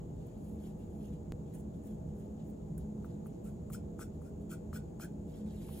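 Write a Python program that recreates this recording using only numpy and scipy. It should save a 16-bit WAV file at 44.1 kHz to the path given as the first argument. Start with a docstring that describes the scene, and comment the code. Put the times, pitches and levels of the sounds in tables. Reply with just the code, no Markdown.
"""Tipping powder from a folded weighing paper into a beaker, over a bed of laboratory ventilation.
First the paper rustles and crinkles as it shifts and flexes in a gloved hand; a dry click falls at 1.3 s.
From 2.8 s a steel spatula taps the sheet, knocking the stiff fold and pinging the blade. From 3.4 s it
also scrapes the paper clean in quick strokes, a friction rasp with a juddering squeak from the fold.
At 5.4 s the paper is drawn away in a brightening swish, with one last tap. Ducts and motors drone on."""
import sys
import numpy as np
from scipy import signal
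from scipy.fft import rfft, irfft, next_fast_len
from scipy.io import wavfile
from scipy.ndimage import uniform_filter1d, map_coordinates

SR = 44100
rng = np.random.default_rng(int(sys.argv[2]) if len(sys.argv) > 2 else 0)


def log_audio(samples):
    """Write samples as a 16-bit WAV file to the path given in sys.argv[1]."""
    # one column per channel
    frames = np.atleast_2d(samples).T
    # limit to full scale, then quantise
    limited = np.clip(frames, -1, 1)
    pcm = np.round(limited * 32767).astype(np.int16)
    wavfile.write(sys.argv[1], SR, pcm)


N = 255780

# the paper shifts in the glove: (middle [s], length [s], rustle [dB], sheen over rustle [dB])
PAPER_MOVES = [(.01, 0.074, -80, -6), (0.257, 0.2, -79.5, -2), (0.466, 0.14, -82, 11),
               (0.65, 0.084, -72, 3.5), (.815, 0.053, -78, 3.5), (.96, 0.14, -85, 9.5),
               (1.049, 0.072, -73, 2.5), (1.14, 0.031, -74.5, -2), (1.478, 0.023, -77, -9),
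               (1.54, 0.068, -75, -2), (1.757, 0.04, -80, 1.5), (1.89, 0.069, -78.5, 7),
               (2.095, 0.028, -78, -9), (2.217, 0.083, -81, 4.5), (2.402, 0.039, -78, -17),
               (2.803, 0.047, -78, 5.5), (3.08, 0.11, -76, -2), (3.338, 0.088, -81, -3),
               (3.48, 0.063, -79.5, 7), (4.15, 0.031, -82.5, 3), (4.417, 0.028, -89, 12),
               (5.306, 0.05, -76.5, 3), (5.377, 0.069, -70.5, -0.5), (5.62, .03, -78, 9),
               (5.71, .04, -75, 11)]
# the sheet flexes: (time [s], nominal length [s], level [dB])
CRINKLE_CUES = [(0.266, .008, -70), (0.486, .014, -73.5), (0.52, .012, -77), (1.543, 0.019, -61.5),
                (1.583, 0.037, -69.5), (1.847, 0.036, -66), (2.167, 0.057, -76.5), (2.467, 0.058, -73),
                (2.778, 0.0036, -60), (3.048, 0.0092, -68), (3.257, 0.021, -67.5), (3.445, 0.0085, -63.5),
                (3.701, .005, -65), (3.725, 0.015, -54), (3.996, 0.0076, -64), (4.218, 0.018, -73)]
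# the spatula lands: (time [s], knock [dB], pitch [Hz], blade ping [dB])
TAP_CUES = [(2.7794, -64, 1500, -56), (3.045, -48.5, 1270, -72), (3.259, -53, 1240, -71),
            (3.7012, -49.5, 1200, -60), (3.9914, -45, 1330, -70), (4.218, -57, 1110, -70),
            (4.7294, -45, 1250, -72), (4.998, -46, 1240, -59), (5.69, -52.5, 1010, -72)]
# the spatula runs down the fold: (time [s], nominal length [s], rasp [dB], squeak middle [s],
# squeak length [s], squeak [dB], pitch [Hz], glide [Hz/s])
SCRAPE_CUES = [(3.448, 0.057, -72, 3.47, .04, -72.5, 1350, 1000),
               (3.73, 0.028, -55.5, 3.752, .014, -54, 1380, 8000),
               (3.997, 0.043, -57.5, 4.018, .03, -55.5, 1365, 3800),
               (4.24, 0.067, -75.5, 4.27, 0.038, -73.5, 1410, 2000),
               (4.503, 0.046, -58, 4.528, .036, -57, 1407, 2000),
               (4.738, 0.042, -57, 4.765, 0.03, -56, 1446, 4800),
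               (5.003, 0.058, -57.5, 5.038, 0.037, -55.5, 1495, 4200)]
# modes of the steel blade: (frequency [Hz], level [dB], t60 [s])
BLADE_MODES = [(10090, -6, .03), (11000, -6, 0.032)]
# resonances of the folded sheet, and of the ducts and cabinet: (centre [Hz], half width [Hz], lift [dB])
SHEET_RESONANCES = [(2470, 190, 11), (3330, 320, 10), (4270, 190, 7.5), (5330, 230, 10), (6740, 920, 4.5),
                    (7980, 340, 5.5), (9650, 210, 9), (10700, 220, 5.5), (13000, 450, 5), (14900, 400, 9.5)]
DUCT_RESONANCES = [(75.8, 5.24, 8), (155.9, 14, 8), (177.3, 10, 8), (211, 11.5, 13.5), (283, 25, 6),
                   (341.5, 12.2, 8), (374, 16.8, 6.5), (415.4, 11, 8), (476.4, 22.2, 9), (518, 13, 4.5),
                   (599.5, 11.6, 8.5), (635, 9.6, 8.5), (672, 21, 6.5), (794.4, 21, 8.5), (864, 12, 9)]
# tone colour of each noise layer: (frequency [Hz], relative level [dB])
RUSTLE_EQ = [(500, -11), (1300, -5.5), (2400, -1.5), (3400, 2), (4100, -2), (4900, -6.5), (8000, -3),
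             (11000, -37)]  # body of the sliding paper
SHEEN_EQ = [(3000, -8.5), (7000, -13), (9700, 3), (10800, 4.5), (12300, 0), (14700, 0), (16000, -12)]  # its airy top
CRINKLE_EQ = [(900, -30), (1900, -7), (4200, -25), (6000, -10.5), (8000, -5), (9800, -3), (13000, -7),
              (16000, -4)]  # flexing sheet
SCRAPE_EQ = [(900, -40), (1900, -2), (3800, -10), (5300, -5), (7800, 1), (10000, -1.5), (12000, -3.5),
             (15000, -5), (16000, -22)]  # blade rubbing on paper
CRACK_EQ = [(600, 7), (1400, 2), (2100, -3), (2900, -14), (5000, -18), (16000, -24)]  # attack of a tap
AIR_EQ = [(18.0, -17), (28.0, -23), (45.0, 0), (110.0, 0.5), (240.0, -5.5), (400.0, -13), (560.0, -19),
          (750.0, -25.5), (950.0, -30), (1300.0, -39), (2000.0, -47.5), (4500.0, -52), (16000.0, -55.5)]  # air in the ducts
HISS_EQ = [(4500, -47), (6100, -10.5), (6900, 5), (7300, -3), (8200, -8), (9500, -30), (16000, -18)]  # thin background hiss
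# stereo width of the air: (frequency [Hz], side over mid [dB])
AIR_WIDTH = [(60, -21.5), (120, -13), (240, -16), (480, 0), (950, 2), (1890, 1), (3770, 0.5), (7520, 0.5),
             (15000, -66)]
# balance of the air: (frequency [Hz], left over right [dB])
AIR_PAN = [(180, -0.5), (330, -2.5), (520, 3.0), (1200, 2.5), (2500, 1.0)]
# the draught's boom swells: (middle [s], length [s], lift [dB])
BOOM_SWELLS = [(.08, 0.22, 3.5), (1.12, 0.067, 2), (1.32, 0.13, 3.5), (2.067, 0.093, 3), (2.778, 0.17, 4.5),
               (3.722, 0.13, 2.5), (4.7, 0.14, 2.5), (5.68, .08, 1.5)]
# motor tones: (frequency [Hz], left level [dB], right level [dB])
MOTOR_TONES = [(116, -77, -78), (209.6, -57, -56.5), (408.5, -71.5, -70.5), (477, -69, -72.5),
               (716, -85, -86), (841, -82, -81)]
# decay of the room: (frequency [Hz], t60 [s])
ROOM_DECAY = [(200, 0.28), (1500, 0.25), (8000, 0.17), (16000, 0.043)]

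TIME = np.arange(N) / SR
SIDES = np.array([[.5], [-.5]])  # splits a stereo offset between left and right


def paper_rustle(held_db=-88, held_sheen_db=-0.5, fidget_db=0.7):
    """Paper slides in an unsteady hand: a soft rustle with a sheen on top, never quite still."""
    moves = [amp([[db], [db + sheen_db]]) * swell(middle, length)
             for middle, length, db, sheen_db in PAPER_MOVES]
    held = amp([[held_db], [held_db + held_sheen_db]])
    rustle_gain, sheen_gain = np.sqrt(sum(gain ** 2 for gain in moves + [held, pull_away()]))
    rustle = rustle_gain * friction(RUSTLE_EQ, grain_db=0.5, clump_db=-1.5, flex_db=6.0)
    sheen = sheen_gain * friction(SHEEN_EQ, grain_db=0.5, clump_db=1.5, flex_db=-2.0)
    return (rustle + amp(-4) * sheen) * amp(fidget_db * wobble(45))


def pull_away(start=5.446, onset_s=0.036, speedup_s=0.41, grow_db_per_s=24, brighten_db_per_s=50):
    """Rustle and sheen gains for the exit: louder and brighter until the hand is at full speed."""
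    t = np.minimum(TIME - start, speedup_s)
    rustle = np.clip(t / onset_s + .5, 0, 1) * amp(-74.5 + grow_db_per_s * t)
    return np.array([rustle, rustle * amp(-5.5 + brighten_db_per_s * t)])


def paper_crinkles(trim_db=3):
    """Short bright bursts as the sheet flexes."""
    pressure = sum(amp(db + trim_db) * stroke(start, length * 0.69, rise=length * 1.26, fall=.006)
                   for start, length, db in CRINKLE_CUES)
    return pressure * friction(CRINKLE_EQ, grain_db=4.5, clump_db=-0.2, flex_db=9.5)


def spatula_taps(rise_s=0.0013, thud_hz=850, rebound_s=0.0075, crack_t60=0.0088, shiver_t60=0.075):
    """Each landing cracks, knocks the stiff fold and rebounds once; the blade pings, the sheet shivers."""
    tracks = np.zeros((2, N + SR))
    t = np.arange(SR // 10) / SR
    for start, db, hz, ping_db in TAP_CUES:
        knock = np.sin(2 * np.pi * hz * t) + amp(-5) * np.sin(2 * np.pi * thud_hz * t)
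        knock *= (t / rise_s * np.exp(1 - t / rise_s)) ** 2
        knock += amp(-13) * np.interp(t - rebound_s, t, knock)
        ping = sum(amp(ping_db + level - 60 * t / t60) * np.sin(2 * np.pi * mode_hz * t)
                   for mode_hz, level, t60 in BLADE_MODES)
        crack = amp(-9 - 60 * t / crack_t60)
        shiver = amp(-31 - 60 * t / shiver_t60)
        at = round(start * SR)
        tracks[:, at:at + len(t)] += [amp(db) * knock + ping, amp(db) * (crack + shiver)]
    tones, noise_gain = tracks[:, :N]
    return tones + noise_gain * unit_rms(equalise(rng.standard_normal(N), CRACK_EQ))


def spatula_scrapes(trim_db=2, easing_db=6, bite_s=0.031, lift_off_s=0.012, judder_db=3, scatter_rad=.95):
    """A rasp that bites then eases, and the fold's juddering squeak; both rise as the blade slides."""
    rasp, squeak = np.zeros((2, N))
    grit = friction(SCRAPE_EQ, grain_db=2.4, clump_db=0.5, flex_db=4.5)
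    for start, length, rasp_db, middle, squeak_s, squeak_db, hz, glide in SCRAPE_CUES:
        glide_hz = glide * np.clip(TIME - middle, -squeak_s, squeak_s / 2)
        rising = np.exp(2j * np.pi * np.cumsum(glide_hz) / SR)  # frequency shifter
        bend = 1 + 0.015 * rng.uniform(-0.9, 1)  # each stroke bends the sheet and retunes it
        sheet = unit_rms(filtered(grit, lambda f: amp(resonance_db(SHEET_RESONANCES, f / bend))))
        travel = np.clip((TIME - start) / length, 0, .8) - .5
        pressure = stroke(start + 0.0025, length * 0.74, bite_s, lift_off_s)
        rasp_gain = amp(rasp_db + trim_db - easing_db * travel) * pressure
        rasp += rasp_gain * np.real(signal.hilbert(sheet) * rising)

        judder = unit_rms(amp(judder_db * wobble(450))) * np.exp(1j * scatter_rad * wobble(330))
        tone = np.real(judder * rising * np.exp(2j * np.pi * hz * TIME))
        contact = stroke(start, length + .003, rise=.01, fall=.003)
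        squeak += amp(squeak_db + trim_db) * swell(middle, squeak_s) * contact * tone
    return rasp, squeak


def friction(eq, grain_db, clump_db, flex_db):
    """Coloured noise of rms 1, made gritty by fibres that catch and let go in clumps."""
    grit = rng.standard_normal(N) * amp(grain_db * wobble(2500) + clump_db * wobble(220))
    return unit_rms(equalise(flexing(grit, flex_db), eq))


def flexing(x, depth_db):
    """As the sheet bends, small resonances come and go within a few hundredths of a second."""
    spectrum = signal.stft(x, nperseg=256)[2]
    patches = uniform_filter1d(rng.standard_normal(spectrum.shape), size=2, axis=0)  # across frequency
    patches = uniform_filter1d(patches, size=7, axis=1)  # across time
    gain = amp(depth_db * np.minimum(unit_rms(patches), 1))
    return unit_rms(signal.istft(spectrum * gain, nperseg=256)[1][:N])


def dry_click(time_s=1.3216, decay_s=0.006, knock_hz=230, knock_t60=0.034):
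    """One dry click, dead centre, with a short low knock under it."""
    t = TIME - time_s
    after = np.maximum(t, 0)
    snap = amp(-33) * np.sign(t) * np.exp(-np.abs(t) / decay_s) / 2
    knock = amp(-39 - 60 * after / knock_t60) * np.sin(2 * np.pi * knock_hz * after)
    return snap + knock


def room_reverb(x):
    """A short stereo tail whose top end dies first."""
    hz, t, spectrum = signal.stft(rng.standard_normal((2, SR // 2)), SR, nperseg=256)
    decay = amp(-60 * t / curve(ROOM_DECAY, hz)[:, None])
    tail = signal.istft(spectrum * decay, SR, nperseg=256)[1]
    return signal.fftconvolve(x[None], tail / np.linalg.norm(tail[0]), axes=1)[:, :N]


def ventilation(draught_db=-44, boom_hz=185):
    """Turbulent air booms in the duct resonances; the bass sits centred and swells now and then."""
    colour = lambda hz: amp(curve(AIR_EQ, hz) + resonance_db(DUCT_RESONANCES, hz))
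    mid = filtered(rng.standard_normal(N), colour)
    side = filtered(rng.standard_normal(N), lambda hz: colour(hz) * amp(curve(AIR_WIDTH, hz)))
    air = np.array([mid + side, mid - side])
    air = unit_rms(filtered(air, lambda hz: amp(curve(AIR_PAN, hz) * SIDES)))
    boom = filtered(air, lambda hz: 1 / (1 + (hz / boom_hz) ** 10))
    surge = amp(sum(db * swell(middle, length) for middle, length, db in BOOM_SWELLS))
    return amp(draught_db) * (air + (surge - 1) * boom)


def motor_hum(waver_db=3.5, drift_hz=1.194):
    """The motors drone, wavering in level and drifting slightly in pitch."""
    hum = np.zeros((2, N))
    for hz, left_db, right_db in MOTOR_TONES:
        rms = amp(np.array([[left_db], [right_db]]) + waver_db * wobble(2.946))
        cycles = np.cumsum(hz + drift_hz * wobble(5)) / SR + rng.uniform()
        hum += rms * np.sqrt(2) * np.sin(2 * np.pi * cycles)
    return hum


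def thin_hiss(level_db=-77.5, side_db=-7):
    """A faint, narrow hiss high above the hum."""
    mid, side = equalise(rng.standard_normal((2, N)), HISS_EQ)
    side *= amp(side_db)
    return amp(level_db) * unit_rms(np.array([mid + side, mid - side]))


def stroke(start, length, rise, fall):
    """Contact pressure: builds up, holds, and dies away after the stroke."""
    t = TIME - start
    return np.clip(t / rise + .5, 0, 1) * np.exp(-np.clip((t - length) / fall, 0, 40))


def swell(middle, length, skew=0.081):
    """A smooth fade in and a slightly slower fade out, 1 at the top."""
    u = (TIME - middle) / length
    return np.exp(-2 * (u / (1 + skew * np.sign(u))) ** 2)


def wobble(rate):
    """Smooth random modulation, rate knots a second."""
    return map_coordinates(rng.standard_normal(int(N * rate / SR) + 4), [TIME * rate])


def resonance_db(resonances, hz):
    """The boost from a set of bell-shaped peaks."""
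    return sum(db * np.exp(-((hz - centre) / width) ** 2) for centre, width, db in resonances)


def curve(points, hz):
    """Joins (frequency, value) points on a log frequency axis."""
    knots_hz, values = np.transpose(points)
    return np.interp(np.log(hz + 1), np.log(knots_hz + 1), values)


def equalise(x, eq):
    """Colours x with an EQ table."""
    return filtered(x, lambda hz: amp(curve(eq, hz)))


def filtered(x, response):
    """Runs x through a complex frequency response."""
    size = next_fast_len(N + SR // 2)
    return irfft(rfft(x, size) * response(np.fft.rfftfreq(size, 1 / SR)), size)[..., :N]


def amp(db):
    return 10 ** (np.asarray(db) / 20)


def unit_rms(x):
    return x / np.sqrt(np.mean(x ** 2) + 1e-20)


def scene(left_lead_s=0.00014, centred_hz=3500, fold_left_db=7, reverb_db=-7.5, fold_send_db=-6.5):
    """The paper is close and a little to the left, its treble near the centre; the air fills the room."""
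    rasp, squeak = spatula_scrapes()
    bright = paper_rustle() + paper_crinkles() + rasp
    fold = squeak + spatula_taps()
    delay_pan = lambda hz: np.exp(2j * np.pi * hz * left_lead_s * SIDES / (1 + (hz / centred_hz) ** 2))
    close = filtered(bright, delay_pan) + fold * amp(fold_left_db * SIDES)
    reverb = amp(reverb_db) * room_reverb(bright + amp(fold_send_db) * fold)
    return close + reverb + dry_click() + ventilation() + motor_hum() + thin_hiss()


def record(dry):
    """A brick-wall high cut at 15.8 kHz on the whole mix."""
    return filtered(dry, lambda hz: hz < 15800)


dry = scene()
out = record(dry)
log_audio(out)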